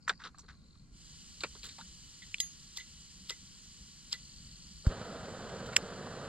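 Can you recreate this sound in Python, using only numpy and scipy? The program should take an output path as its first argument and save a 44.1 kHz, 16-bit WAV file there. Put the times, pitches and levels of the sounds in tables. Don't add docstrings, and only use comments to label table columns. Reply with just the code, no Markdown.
import sys
import numpy as np
from scipy import signal
from scipy.fft import rfft, irfft, next_fast_len
from scipy.io import wavfile
from scipy.ndimage import uniform_filter1d

SR = 44100
rng = np.random.default_rng(int(sys.argv[2]) if len(sys.argv) > 2 else 0)


def gain_from_db(level_db):
    decades = np.asarray(level_db, float) / 20
    return 10 ** decades


def to_wav(sig):
    pcm = np.clip(np.atleast_2d(sig), -1, 1) * 32767
    pcm = np.round(pcm).astype(np.int16)
    wavfile.write(sys.argv[1], SR, pcm.T)


N = 276948
THUMP_S = 4.869


def evened(x):
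    return x / np.sqrt(np.mean(x ** 2) + 1e-20)


def curve(rows):
    return np.interp(np.arange(N) / SR, *np.transpose(rows))


def add(mix, s, sound):
    part = mix[round(s * SR):][:len(sound)]
    part += sound[:len(part)]


def ring(x, hz, width_hz):
    return signal.lfilter(*signal.iirpeak(hz, hz / width_hz, SR), x)


def low_pass(x, order, hz):
    return signal.lfilter(*signal.butter(order, 2 * hz / SR), x)


def noise(colour, size, patchy_db, flicker_db):
    hz = np.fft.rfftfreq(size, 1 / SR)
    frames = 4 * N // size + 5
    a, b, patches = rng.standard_normal((3, frames, len(hz)))
    patches = evened(uniform_filter1d(uniform_filter1d(patches, 8, 0), 6, 1))
    flicker = rng.standard_normal(frames)
    flicker = evened(uniform_filter1d(flicker, 3) - uniform_filter1d(flicker, 25))[:, None]
    f, level_db = np.transpose(colour)
    shape_db = np.interp(np.log(hz + 1), np.log(f), level_db, left=level_db[0] - 7, right=-90)
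    spectra = (a + 1j * b) * gain_from_db(shape_db + patchy_db * patches + flicker_db * flicker)
    return evened(signal.istft(spectra.T, nperseg=size, noverlap=3 * size // 4)[1][:N])


def ports(x, loose, aside):
    # pitch_hz, right_minus_left_db, lead [radians], likeness [0-1]
    port_rows = [(0, 0, 0, 1), (150, .3, .03, .998), (900, 2.5, .2, .98), (2300, 0, .8, .93),
                 (4300, -2.5, 1.2, .92), (5600, -5, 2.5, .92), (6050, 0, 3.15, .95), (6800, 8, 4, .85),
                 (7700, 14, 5.7, .75), (8200, 3, 6.6, .8), (9100, 0, 6.4, .75), (9900, -8, 7.7, .35),
                 (11000, -2, 9.5, .6), (14000, 0, 12.3, .5)]
    size = next_fast_len(N + SR // 10)
    hz, t = np.fft.rfftfreq(size, 1 / SR), np.arange(2000) / SR
    f, more_db, lead, same = np.transpose(port_rows)
    same = np.clip(np.interp(hz, f, same), 0, 1) ** loose
    scatter = rfft(rng.standard_normal(len(t)) * gain_from_db(-60 * t / 0.04), size)
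    scatter /= np.sqrt(uniform_filter1d(abs(scatter) ** 2, 1000))
    turned = same * np.exp(1j * aside * np.interp(hz, f, lead))
    right = turned + np.sqrt(1 - same ** 2) * scatter
    right = right * gain_from_db(aside * np.interp(hz, f, more_db))
    return np.array([x, irfft(rfft(x, size) * right, size)[:N]])


def wind():
    # time_s, level_db
    gusts = [(0.0, -60), (1.15, -58), (1.9, -60.5), (3.9, -60.5), (4.4, -59), (6.28, -57)]
    # pitch_hz, level_db
    breeze = [(20, -7), (60, 6), (110, -8), (160, 2.5), (250, -8.5), (350, -31), (500, -26), (800, -38)]
    common, left, right = (noise(breeze, size=2048, patchy_db=2.0, flicker_db=2.0) for _ in range(3))
    return gain_from_db(curve(gusts)) * (common + gain_from_db(-5) * np.array([left, right]))


def meadow():
    # pitch_hz, level_db
    hush = [(300, 6), (600, -12), (1300, -5.5), (2800, -14), (3600, -32), (4200, -4.5), (4900, -9.5),
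            (5600, -15), (7000, -13), (9000, -20.5), (11800, -29), (12200, -54)]
    return gain_from_db(-71) * noise(hush, size=1024, patchy_db=0.0, flicker_db=-0.5)


def crickets():
    # start_s, end_s, first_rate [pulses per s], last_rate [pulses per s]
    trills = [
        (.005, .23, 47, 47),
        (.311, .89, 46.8, 43.3),
        (4.166, 4.99, 46.65, 44.3),
    ]
    # pitch_hz, rasp [0-1], level_db
    wings = [
        (4750, 1.1, -66.5),
        (4200, 1.0, -69.5),
        (4480, .12, -48.5),
    ]
    out = np.zeros(N)
    draws = rng.standard_normal((len(trills), 2, SR))
    for (s, end, rate, last_rate), (hz, rasp, db), z in zip(trills, wings, draws):
        t = np.arange(0, end - s, 1 / SR)
        u = np.cumsum(np.linspace(rate, last_rate, len(t))) / SR % 1
        unsteady = gain_from_db(evened(uniform_filter1d(z[0], 1500))[:len(t)])
        stroke = (np.exp(-((u - 0.35) / (0.09 + 0.04 * rasp)) ** 2) + 0.5 * rasp) * unsteady
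        pitch = hz * (1 - 0.079 * rasp ** 0.5 * np.sin(2 * np.pi * (u - 0.35)))
        tone = np.sin(2 * np.pi * np.cumsum(pitch) / SR)
        tone += rasp * evened(ring(ring(z[1], hz, 800), hz, 800))[:len(t)]
        add(out, s - 0.005, gain_from_db(db) * stroke * tone * signal.windows.tukey(len(t), 0.25))
    return out


def rubs(rows, high_hz=None, high_ratio=None):
    out = np.zeros(N)
    t = np.arange(4000) / SR
    for s, length, db, hz, high_db in rows:
        z = rng.standard_normal((2, len(t)))
        slips = z[0] * gain_from_db(4.5 * evened(uniform_filter1d(z[1], 40)))
        stroke = np.minimum(t / 0.0014, 1) * gain_from_db(-60 * np.maximum(t - length, 0) / 0.062)
        low, high = (ring(ring(slips, f, 0.5 * f), f, 0.66 * f) for f in (hz, high_hz or high_ratio * hz))
        add(out, s, gain_from_db(db) * stroke * (evened(low) + gain_from_db(high_db) * evened(high)))
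    return out


def metal_rubs():
    # start_s, length_s, level_db, low_hz, edge_db [against the low tone]
    metal_rows = [(.068, .009, -62, 1537, -17), (0.099, .0044, -54, 4700, -5), (0.099, 0.03, -57, 1750, -6),
                  (.097, 0.0088, -46, 750, -20), (.192, 0.02, -57.5, 1210, -9),
                  (0.198, 0.028, -54, 1520, -4.5), (.24, .036, -48.5, 1380, -2),
                  (0.378, 0.017, -64, 1160, -17), (.482, 0.027, -56, 1510, -4.5),
                  (0.527, .016, -68, 1290, -5), (1.409, 0.017, -56, 1320, 6), (1.439, .012, -45, 2220, -16),
                  (1.636, 0.031, -57, 1800, 9.5), (1.683, 0.041, -65, 1960, 9.5),
                  (1.782, 0.024, -59.5, 925, 2.5), (5.658, .012, -60.5, 3570, 3),
                  (5.726, .019, -49, 2300, -3.5)]
    return rubs(metal_rows, high_hz=3880)


def table_pushes():
    # start_s, length_s, level_db
    push_rows = [
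        (0.094, 0.0078, -45),
        (.245, 0.026, -60),
        (1.435, 0.0038, -38.5),
        (1.633, 0.056, -68.5),
        (1.553, .01, -64),
        (0.43, 0.017, -68.5),
        (3.298, 0.011, -54.5),
        (4.126, 0.023, -68),
    ]
    return rubs([(*row, 428, 1.67) for row in push_rows], high_hz=1230)


def fizzes():
    # start_s, length_s, level_db, pitch_hz
    fizz_rows = [
        (.383, 0.014, -50.5, 6200),
        (1.633, .039, -69, 13000),
        (5.66, .006, -72, 13500),
        (5.3, .003, -64, 7200),
        (0.082, .006, -39, 7000),
    ]
    return rubs([(*row, -16.5) for row in fizz_rows], high_ratio=1.56)


def knocks(rows, chatter_hz, ring_s):
    out = np.zeros(N)
    t, t60 = np.arange(4000) / SR, np.clip(ring_s, 0.005, 0.2)
    for s, db, hz, chatter_db in rows:
        fade = gain_from_db(-60 * t / 0.0041) + gain_from_db(6.0 - 60 * t / t60)
        contact = rng.standard_normal(len(t)) * fade * np.minimum(t / 0.00058, 1)
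        low = ring(ring(contact, hz, 9.5 / t60), hz, 1600)
        high = ring(ring(contact, chatter_hz, 1400), chatter_hz, 1400)
        add(out, s, gain_from_db(db) * (low / abs(low).max() + gain_from_db(chatter_db) * high / abs(high).max()))
    return out


def valve_knocks():
    # start_s, level_db, low_hz, chatter_db [against the low ring]
    valve_rows = [
        (.078, -21.5, 1430, -12.5),
        (.094, -19, 1520, 1.5),
        (.237, -45.5, 1240, 9.5),
        (.345, -49, 1280, -20),
        (.754, -61.5, 1250, -5),
    ]
    return knocks(valve_rows, chatter_hz=3640, ring_s=0.037)


def table_knocks():
    # start_s, level_db, low_hz, chatter_db [against the low ring]
    table_rows = [
        (1.406, -44, 2390, 13.5),
        (1.435, -27, 2410, 0.5),
        (1.551, -52, 1100, 8),
        (1.436, -33.5, 1134, -20),
        (1.631, -46, 2500, 11),
        (1.69, -50, 2420, 13),
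        (1.784, -43, 945, -2),
        (1.81, -44, 1450, 4.5),
        (6.066, -43.5, 710, -18),
        (6.213, -43, 1110, -6),
    ]
    return knocks(table_rows, chatter_hz=4050, ring_s=0.048)


def case_taps():
    # start_s, level_db, low_hz, chatter_db [against the low ring]
    tap_rows = [
        (2.22, -46, 1970, 0),
        (2.228, -51, 1960, 5),
        (2.429, -52.5, 2020, 6),
        (2.716, -72, 2900, 14),
        (2.784, -45, 2000, -8),
        (2.8, -43.5, 2045, 4),
        (3.313, -45, 2020, 8),
        (3.321, -47, 2070, -4),
        (4.135, -40.5, 2000, 3.5),
    ]
    return knocks(tap_rows, chatter_hz=3460, ring_s=0.08)


def latch_clicks():
    # start_s, level_db, low_hz, chatter_db [against the low ring]
    click_rows = [
        (2.343, -20.5, 2670, -14),
        (2.383, -36, 3180, -14),
        (3.305, -36, 1900, 9.5),
        (4.865, -33, 1290, -10),
    ]
    return knocks(click_rows, chatter_hz=5000, ring_s=0.014)


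def lid_shut():
    # start_s, level_db, low_hz, chatter_db [against the low ring]
    shut_rows = [
        (5.7625, -17.5, 3430, -8),
        (5.7625, -32, 7040, -20),
        (5.765, -7, 2300, -0.5),
        (5.766, -26, 6900, -26),
        (5.765, -33, 13800, -24),
        (5.768, -18.5, 2200, -3),
    ]
    return knocks(shut_rows, chatter_hz=5300, ring_s=0.007)


def lighter():
    # stroke_end_s, stroke_length_s, level_db, case_ring_db
    strike_rows = [
        (2.776, 0.031, -32, -45.5),
        (3.3, 0.029, -31.5, -48),
        (4.131, 0.041, -30.5, -53),
        (4.871, .008, -45, -79),
    ]
    # pitch_hz, level_db
    flint = [(600, -15.5), (2000, -8.5), (3500, 8), (5000, 12), (7000, -6), (9000, -12.5), (11000, -12.5),
             (13500, -13.5), (16000, -39)]
    # lid_open_db, strike_db, t60_s [time to fade by 60 dB]
    case_rows = [(-10.5, 4, 0.12), (-5.5, 2, 0.048), (30, -3, 0.0065), (6, -25, 0.043), (5.5, -19.5, 0.055),
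                 (-1.5, -7, 0.27), (0.5, -27, 0.067), (-9.5, -28, 0.24), (-28, -40, .15), (-26, -38, 0.22),
                 (-15, -32, 0.048)]
    case_hz = [2008, 2046, 3300, 3903, 4985, 6589, 7289, 10420, 10990, 13580, 14250]
    lid_s, lid_db = 2.402, -32.5
    out, t = np.zeros(N), np.arange(16000) / SR
    open_db, strike_db, t60 = np.transpose(case_rows)[:, :, None]
    tones = np.sin(2 * np.pi * np.outer(case_hz, t)) * gain_from_db(-60 * t / t60) * np.minimum(t / 0.0027, 1)
    add(out, lid_s, gain_from_db(lid_db) * (gain_from_db(open_db) * tones).sum(0))
    grind = noise(flint, size=256, patchy_db=-3.5, flicker_db=2.0)
    snap = gain_from_db(-60 * t / 0.012) * signal.lfilter([1, -1], 1, grind[:len(t)])
    add(out, lid_s, gain_from_db(-14.5) * snap)
    for s, length, db, case_db in strike_rows:
        u = np.arange(N) / SR - s
        rasp = gain_from_db(-18 + 14 * u / length) + gain_from_db(18 * (u + 0.0017).clip(None, 0) / 0.0077)
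        tail = gain_from_db(-11.5 - 60 * u / 0.12)
        out += grind * gain_from_db(db) * np.where(u < 0, rasp, tail) * (u > -3 * length)
        add(out, s + 0.006, gain_from_db(case_db) * (gain_from_db(strike_db) * tones).sum(0))
    return out


def gas():
    # pitch_hz, level_db
    jet = [(600, -26), (2550, -11), (3000, -2), (3750, -5.5), (4600, 2), (5600, -2), (6300, -3),
           (7000, -10), (8000, -15.5), (9300, -12), (11200, -25), (12600, -25.5), (14500, -31),
           (14750, -69)]
    open_s, opening_s = 0.92, 0.097
    leak_db, leak_db_per_s = -91.5, 19.5
    jet_db, sag_db_per_s = -56, 0.54
    t = np.arange(N) / SR
    leak = gain_from_db(leak_db + leak_db_per_s * np.minimum(t, open_s))
    u = np.maximum(t - open_s, 0)
    flow = leak + gain_from_db(jet_db - sag_db_per_s * u) * (1 - np.exp(-u / opening_s))
    return flow * noise(jet, size=512, patchy_db=0.4, flicker_db=0.5)


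def thump():
    level_db, start_hz = -8, 85
    t, out = np.arange(2400) / SR, np.zeros(N)
    turns = start_hz * 0.02 * (1 - np.exp(-t / 0.015))
    swell = np.exp(-(t / 0.0085) ** 0.95) * (1 - np.exp(-t / 0.0018))
    add(out, THUMP_S, -gain_from_db(level_db) * np.sin(2 * np.pi * turns) * swell)
    return out


def flame():
    # pitch_hz, level_db
    roar_colour = [(40, -20), (100, -20), (170, 3.5), (290, -16), (450, 0), (700, -5), (860, -12.5),
                   (1300, -9), (1700, -13), (2250, -22.5), (3000, -18.5), (4500, -19.5), (7000, -72)]
    flame_db, flare_db, settle_s = -45, 4, 0.043
    breath_db, breath_s = 0.5, 0.67
    t = np.arange(N) / SR - THUMP_S
    catch = gain_from_db(-9.0) * np.clip((t + 0.03) / 0.024, 0, 1) + np.clip((t - 0.018) / 0.036, 0, 0.6)
    level_db = flame_db + flare_db * np.exp(-np.maximum(t - 0.03, 0) / settle_s)
    level_db = level_db - breath_db * np.cos(2 * np.pi * (t - 0.4) / breath_s)
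    roar = noise(roar_colour, size=512, patchy_db=0.7, flicker_db=1.2)
    pop_sizes = gain_from_db(7.1 * np.minimum(rng.exponential(1, N), 3.5))
    pops = pop_sizes * (rng.random(N) < 250 / SR) * rng.choice([-1, 1], N)
    crackle = ring(pops, 1100, 1500) + 0.5 * ring(pops, 4300, 2500)
    crackle = low_pass(evened(ring(crackle, 2470, 3000)), 3, 7000)
    return gain_from_db(level_db) * catch * (roar + gain_from_db(-20) * crackle)


def scene():
    hand = valve_knocks() + table_knocks() + case_taps() + latch_clicks() + lid_shut()
    hand += metal_rubs() + table_pushes() + fizzes()
    at_valve = np.arange(N) < SR
    far = ports(meadow(), loose=30, aside=0.6)
    insects = ports(crickets(), loose=0.58, aside=1.0)
    valve = ports(low_pass(hand * at_valve, 3, 8000), loose=1.0, aside=0.58)
    hits = ports(lighter() + hand * ~at_valve, loose=0.3, aside=1)
    burner = ports(gas() + flame() + thump(), loose=1.0, aside=1)
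    return wind() + far + insects + valve + hits + burner


def top_cut(x):
    return signal.sosfilt(signal.butter(12, 16640, fs=SR, output="sos"), x)


def record(dry):
    top_hz = 16300
    limited = signal.oaconvolve(dry, signal.firwin(255, top_hz, fs=SR)[None], "same")
    return top_cut(limited)


dry = scene()
out = record(dry)
to_wav(out)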